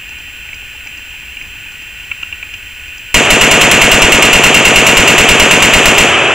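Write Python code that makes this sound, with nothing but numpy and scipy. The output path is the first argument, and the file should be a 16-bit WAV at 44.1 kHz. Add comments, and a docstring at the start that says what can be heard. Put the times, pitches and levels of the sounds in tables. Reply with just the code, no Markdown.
"""From the start a camcorder's drive hisses and whines while hands tap, knock and tick a rifle a few metres off.
Then 27 rapid shots in bare woods: noise bursts ring the camera housing near 2.6 kHz, with slow air surges.
Each shot wakes the same echoes of ground, trunks and hillside, a burst of leaf hiss and a bolt click.
The echoes pile up into a long roar; gain control and an overloaded input flatten it."""
import sys
import numpy as np
from scipy import signal
from scipy.fft import rfft, irfft
from scipy.io import wavfile
from scipy.ndimage import map_coordinates

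SR = 44100
rng = np.random.default_rng(int(sys.argv[2]) if len(sys.argv) > 2 else 0)


def wav_record(signal):
    """Record a signal, one row per channel, as 16-bit PCM in the file named by sys.argv[1]."""
    frames = np.transpose(np.atleast_2d(signal))
    bounded = np.clip(frames, -1, 1)
    # unit amplitude maps onto the largest positive 16-bit level
    quanta = np.round(bounded * 32767).astype(np.int16)
    wavfile.write(sys.argv[1], SR, quanta)


N = 279594

# Shots of equal charge: [t/s, relative level of low pressure surge/dB]
SHOTS = [(3.1431, -4), (3.3036, -5), (3.4114, -8), (3.5123, -12), (3.6119, -9), (3.7134, -13), (3.8147, -6),
         (3.9161, -4.0), (4.019, -0.5), (4.1207, -6), (4.223, -11.0), (4.33, -3), (4.4378, -7),
         (4.5437, -13.0), (4.6514, -9), (4.759, -4), (4.866, -18.0), (4.9696, -3), (5.0752, -22),
         (5.1805, -7), (5.288, -2), (5.3981, -5), (5.5101, -10), (5.6227, -12), (5.7359, -3), (5.8564, -4),
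         (5.9806, -7.0)]
# Distinct echoes of a blast: [delay t/s, relative level/dB, pulse f/Hz]
ECHOES = [(.0185, -0.5, 530), (0.0283, 3, 233), (0.0496, 0, 168), (0.0638, 1.5, 560), (.0679, 7.5, 310),
          (.0748, 0, 503)]
# Scatter spectrum of ground and near trunks: [f/Hz, relative level/dB]
NEAR_SPECTRUM = [(30, -22), (85, -30), (150, 2), (230, -2.5), (510, -41), (650, -25), (1300, -12),
                 (2000, -3.5), (2750, -4.5), (3150, -8), (3700, -8.5), (5000, -17), (7200, -3),
                 (15000, -45)]
# Roar spectrum of far woods: [f/Hz, relative level/dB]
WOODS_SPECTRUM = [(30, -19), (95, -4), (200, -11), (400, 1), (510, -3.5), (640, 0.5), (880, -4.5),
                  (1400, -3), (2100, -4), (2600, 2), (3150, -4), (4300, -29.5), (7200, -18.5), (11000, -42)]
# Resonances in and around the camera: [f/Hz, width/Hz, boost level/dB]
CAMERA_RINGS = [(277.1, 78, 3), (427, 16, 7), (623, 74, 14), (945, 65, 8), (1058, 52, 8.5), (1466, 71, 8),
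                (1940, 41, 7), (2180, 83, 7), (2300, 12, 0), (2738, 52, 8), (2847, 58, 8.5),
                (3140, 25, 9.5)]
# Knocks of the action being handled: [t/s, relative level/dB, f/Hz]
KNOCKS = [(0.4894, -18, 2550), (0.5305, -15, 2580), (0.8695, -16.5, 2550), (1.3692, -14, 2710),
          (1.4124, -16, 2540), (2.1148, -5.5, 2650), (2.2287, -8.5, 2790), (2.3259, -10.5, 2730),
          (2.4278, -11.5, 2620), (2.539, -14, 2760)]
# Modes of a knock: [multiple of knock f, relative level/dB, t60/s]
KNOCK_MODES = [(.89, 11, 0.013), (1, 16, 0.011), (1.12, -16, 0.02), (2.5, -11, .008)]
# Modes of the rifle's hollow body: [f/Hz, relative level/dB, t60/s]
BODY_MODES = [(1110, -3, 0.022), (1170, 5, 0.0097), (1380, 5, 0.021)]
# Ticks of small steel parts: [t/s, relative level/dB]
TICKS = [(0.091, -30), (0.1846, -34), (0.5433, -29), (0.8709, -30), (0.973, -31), (1.4236, -35),
         (1.719, -34), (1.8208, -34), (2.0293, -36), (2.225, -34), (2.5381, -31), (2.8805, -35),
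         (2.9806, -29)]
# Modes of a tick: [f/Hz, relative level/dB, t60/s]
TICK_MODES = [(4080, -5, .015), (4880, -2, .024), (5300, -2, .012), (6000, -2, 0.026), (6740, 0, .012)]
# Modes of a soft tap: [f/Hz, relative level/dB, t60/s]
TAP_MODES = [(284, -1.5, 0.023), (870, -1, .022), (1050, -8, 0.027)]
# Housing resonances excited by the drive: [f/Hz, width/Hz, relative level/dB]
DRIVE_RESONANCES = [(1483, 61, -5.5), (1770, 490, -9.5), (1927, 66, -6), (2176, 180, -8), (2508, 300, 0.5),
                    (2745, 185, 2), (3073, 280, -4.5)]
# Drive whine: [f/Hz, relative rms level/dB]
WHINE = [(7434, -45), (14880, -39.5)]
# Spectrum of still air and microphone hiss: [f/Hz, relative level/dB]
AIR_SPECTRUM = [(20, -0.5), (75, 1), (150, -13.5), (300, -17), (650, -22.5), (900, -20.5), (3600, -23),
                (4000, -19.5), (4600, -24.5), (7000, -22), (9000, -25), (14800, -26.5), (15600, -55)]

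TIME_S = np.arange(N) / SR
FREQS_HZ = np.maximum(np.arange(N // 2 + 1) * SR / N, 1)
SHOT_DB = 10
# nearest trunk also returns the sharp crack
TRUNK_ECHO_S, TRUNK_ECHO_DB = 0.026, -7.5
BOLT_DELAY_S, BOLT_DB, BOLT_T60_S = 0.11, -11, 0.02
LEAVES_DB, LEAVES_T60_S, HISS_CENTRE_HZ = -8.5, 0.33, 8800
# hollow body: level at the hardest knock, loss per dB of softness
BODY_DB, BODY_LOSS_DB_PER_DB = -9.5, 1.2
TAPS_FROM_S, TAP_GAP_S, TAP_GAP_LOG_SPREAD = 0.12, 0.095, 0.42
TAP_DB, TAP_SPREAD_DB, TAP_FADE_DB_PER_S = -37.5, 4, 2.5
RIGHT_LEAD_S, WIDE_ABOVE_HZ, CUTOFF_HZ = 2.4e-5, 2100, 15750


def rifle():
    """Direct blasts, bolt and leaf hiss, plus all shots convolved with one response of the place."""
    firing = np.zeros(N)
    for shot_s, _ in SHOTS:
        add(firing, shot_s, np.ones(1))
    place = surroundings(near_db=3.5, near_t60_s=0.42, woods_db=1.0, woods_t60_s=1.77, build_s=0.013, echo_db=0)
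    direct = muzzle(blast_db=10.5, blast_t60_s=0.068, ring_hz=2554, ring_half_width_hz=380, crack_db=-19.5,
                    surge_db=8.5, surge_s=0.0296, suction_s=0.0068, suction_db=-3.0)
    echoes = signal.fftconvolve(firing, place)[:N]
    returning = wavering_delay(echoes, jitter_s=4e-5, corner_hz=17.0)
    return from_db(SHOT_DB) * (resonate(direct) + bolt_and_leaves() + returning)


def muzzle(blast_db, blast_t60_s, ring_hz, ring_half_width_hz, crack_db,
           surge_db, surge_s, suction_s, suction_db):
    """Decaying housing-coloured noise, repeated off the nearest trunk; air suction, then surge."""
    out, t = np.zeros(N), TIME_S[:SR // 5]
    ring_gain = 1 / (1 + ((FREQS_HZ - ring_hz) / ring_half_width_hz) ** 2)
    ringing = noise(ring_gain + from_db(crack_db))
    surge = np.exp(-((t - surge_s) / 0.0029) ** 2)
    suction = from_db(suction_db) * np.exp(-((t - suction_s) / 0.0073) ** 2)
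    for shot_s, low_db in SHOTS:
        fresh = ringing[int(shot_s * SR):][:len(t)]
        burst = fresh * from_db(blast_db - 60 * t / blast_t60_s)
        add(out, shot_s, burst + (surge - suction) * from_db(surge_db + low_db))
        add(out, shot_s + TRUNK_ECHO_S, burst * from_db(TRUNK_ECHO_DB))
    return out


def surroundings(near_db, near_t60_s, woods_db, woods_t60_s, build_s, echo_db):
    """Response to one blast: decaying near scatter, distinct echoes, slower-building woods roar."""
    near = noise(colour(NEAR_SPECTRUM)) * from_db(near_db - 60 * TIME_S / near_t60_s)
    woods = noise(colour(WOODS_SPECTRUM)) * from_db(woods_db - 60 * TIME_S / woods_t60_s)
    woods = woods * (1 - np.exp(-TIME_S / build_s))
    early_s = TIME_S[:SR // 8]
    for delay_s, level_db, pulse_hz in ECHOES:
        add(near, 0, from_db(level_db + echo_db) * pulse(early_s - delay_s, pulse_hz))
    return resonate(near) + woods


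def bolt_and_leaves():
    """Treble noise decays slowly as the crack in leaf litter, then fast as the bolt's bright click."""
    out, t = np.zeros(N), TIME_S[:SR // 4]
    low_slope = FREQS_HZ ** 2 / (FREQS_HZ ** 2 + HISS_CENTRE_HZ ** 2)
    high_slope = 1 / (1 + (FREQS_HZ / HISS_CENTRE_HZ) ** 2)
    hiss = noise(low_slope * high_slope)
    for shot_s, _ in SHOTS:
        grain = hiss[int(shot_s * SR):][:len(t)]
        add(out, shot_s, grain * from_db(LEAVES_DB - 60 * t / LEAVES_T60_S))
        add(out, shot_s + BOLT_DELAY_S, grain * from_db(BOLT_DB - 60 * t / BOLT_T60_S))
    return out


def handling(knock_db, tick_db, thud_db):
    """Modal knocks and ticks, each with a soft stock thud; harder knocks wake more hollow body."""
    out, hardest_db = np.zeros(N), max(level_db for _, level_db, _ in KNOCKS)
    for knock_s, level_db, pitch_hz in KNOCKS:
        body_db = BODY_DB - BODY_LOSS_DB_PER_DB * (hardest_db - level_db)
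        modes = [(pitch_hz * ratio, mode_db, t60_s) for ratio, mode_db, t60_s in KNOCK_MODES]
        modes += [(hz, mode_db + body_db, t60_s) for hz, mode_db, t60_s in BODY_MODES]
        knock = touch(modes, chatter_s=0.0061, chatter_db=-3.5, rise_s=0.0024, count=3)
        add(out, knock_s, from_db(level_db + knock_db) * knock)
        add(out, knock_s, from_db(thud_db) * tap())
    for tick_s, level_db in TICKS:
        tick = touch(TICK_MODES, chatter_s=0.003, chatter_db=-6, rise_s=0.00091, count=2)
        add(out, tick_s, from_db(level_db + tick_db) * tick)
        add(out, tick_s, from_db(thud_db) * tap())
    return out


def shifting_grip(count):
    """Hands shift on the rifle: soft taps at uneven gaps, fading as they settle."""
    out, tap_s = np.zeros(N), TAPS_FROM_S
    for gap, strength in rng.uniform(-1, 1, (count, 2)):
        level_db = TAP_DB + TAP_SPREAD_DB * strength - TAP_FADE_DB_PER_S * tap_s
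        add(out, tap_s, from_db(level_db) * tap())
        tap_s += TAP_GAP_S * np.exp(TAP_GAP_LOG_SPREAD * gap)
    return out


def tap():
    """One soft hand-on-stock contact, with a rebound; peak 1."""
    return touch(TAP_MODES, chatter_s=0.0058, chatter_db=-3, rise_s=0.001, count=2)


def touch(modes, chatter_s, chatter_db, rise_s, count):
    """Contacts, on average ever weaker, ring the same decaying modes; peak 1."""
    out, t = 0, TIME_S[:SR // 16]
    for k in range(count):
        contact_s = chatter_s * k / count * rng.uniform(0.72, 1.206)
        age_s = np.maximum(t - contact_s, 0)
        rise = 1 - np.exp(-age_s / rise_s)
        for hz, mode_db, t60_s in modes:
            strength_db = mode_db + chatter_db * k + rng.normal(0, 2)
            decay = from_db(strength_db - 60 * age_s / t60_s)
            out = out + decay * np.sin(2 * np.pi * hz * age_s) * rise
    return out / np.abs(out).max()


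def camera(drive_db, air_db, whine_db, waver_hz, own_hiss_db):
    """Drive noise through housing resonances, wavering whine, air hiss; separate treble hiss per port."""
    body_power = sum(from_db(level_db) ** 2 / (1 + (2 * (FREQS_HZ - hz) / width_hz) ** 2) ** 2
                     for hz, width_hz, level_db in DRIVE_RESONANCES)
    drive = noise(np.sqrt(body_power))
    waver = waver_hz * noise(1 / (1 + (FREQS_HZ / 20) ** 2))
    whine = sum(from_db(level_db) * np.sqrt(2) * np.sin(2 * np.pi * np.cumsum(hz + waver) / SR)
                for hz, level_db in WHINE)
    air = noise(colour(AIR_SPECTRUM))
    shared = from_db(drive_db) * drive + from_db(air_db) * air + from_db(whine_db) * whine
    treble = FREQS_HZ / (FREQS_HZ + 4000)
    own = np.array([noise(colour(AIR_SPECTRUM) * treble) for port in range(2)])
    return shared + from_db(own_hiss_db) * own


def resonate(x):
    """Adds the ringing of each camera resonance, in series."""
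    for hz, width_hz, boost_db in CAMERA_RINGS:
        b, a = signal.iirpeak(hz, hz / width_hz, fs=SR)
        x = x + (from_db(boost_db) - 1) * signal.lfilter(b, a, x)
    return x


def wavering_delay(x, jitter_s, corner_hz):
    """Delay wavers randomly with rms jitter_s, shifting phase most in the treble."""
    lag_samples = jitter_s * SR * noise(1 / (1 + (FREQS_HZ / corner_hz) ** 2))
    return map_coordinates(x, [np.arange(N) - lag_samples], order=3)


def pulse(t, hz):
    """Rounded pressure pulse with a shallow trough either side."""
    u = (np.pi * hz * t) ** 2
    return (1 - 2 * u) * np.exp(-u)


def noise(gain):
    """Noise with the given gain at each frequency; rms 1."""
    return rms_one(irfft(rfft(rng.standard_normal(N)) * gain, N))


def rms_one(x):
    """Scales to rms 1."""
    return x / np.sqrt(np.mean(x ** 2) + 1e-20)


def colour(points):
    """Gain at each frequency, interpolated over log f from [f/Hz, level/dB]."""
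    hz, level_db = np.transpose(points)
    return from_db(np.interp(np.log(FREQS_HZ), np.log(hz), level_db))


def from_db(level_db):
    """Decibels to amplitude gain."""
    return 10 ** (np.asarray(level_db) / 20)


def add(track, start_s, sound):
    """Mixes a sound into a track from start_s on."""
    start = int(round(start_s * SR))
    part = sound[:N - start]
    track[start:start + len(part)] += part


def scene():
    """Rifle sounds go to two channels nearly alike, their treble slightly loosened; camera noise is added."""
    airborne = rifle() + handling(knock_db=1.5, tick_db=2.5, thud_db=-38.5) + shifting_grip(count=30)
    channels = np.array([wavering_delay(airborne, jitter_s=5.5e-6, corner_hz=156) for port in range(2)])
    return channels + camera(drive_db=-29.5, air_db=-37.5, whine_db=-1.5, waver_hz=5.1, own_hiss_db=-61.0)


def gain_control(x, threshold_db, slope, attack_s, release_db_per_s):
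    """Left-channel level above threshold cuts both gains; held peaks release at a steady dB rate."""
    r = np.exp(-1 / (attack_s * SR))
    power = signal.lfilter([1 - r], [1, -r], np.minimum(x[0] ** 2, 50))
    level_db = 10 * np.log10(power + 1e-12)
    release_db = release_db_per_s * TIME_S
    held_db = np.maximum.accumulate(level_db + release_db) - release_db
    return x * from_db(-slope * np.maximum(held_db - threshold_db, 0))


def overload(x, top, hardness, sag):
    """Input stage flattens toward its rails; output sags when driven far beyond them."""
    drive = np.abs(x / top)
    flattened = x / (1 + drive ** hardness) ** (1 / hardness)
    return flattened * (1 - sag * drive ** 4 / (10 + drive ** 4))


def stereo_width(x):
    """Right port leads slightly; bass is centred, treble is wider."""
    port_lead_s = RIGHT_LEAD_S * np.array([[0], [1]])
    left, right = rfft(x) * np.exp(2j * np.pi * FREQS_HZ * port_lead_s)
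    side = (left - right) / 2 / np.sqrt(1 + (WIDE_ABOVE_HZ / FREQS_HZ) ** 2)
    return irfft((left + right) / 2 + side * np.array([[1], [-1]]), N)


def record(dry):
    """Gain control, overload, coupling capacitor, stereo width, steep top cut."""
    held = gain_control(dry, threshold_db=-9.5, slope=0.86, attack_s=0.0084, release_db_per_s=79)
    loud = overload(held, top=1.02, hardness=6.0, sag=0.2)
    capacitor = signal.butter(1, 7, "high", fs=SR, output="sos")
    coupled = signal.sosfilt(capacitor, loud)
    top_cut = 1 / np.sqrt(1 + (FREQS_HZ / CUTOFF_HZ) ** 200)
    return irfft(rfft(stereo_width(coupled)) * top_cut, N)


dry = scene()
out = record(dry)
wav_record(out)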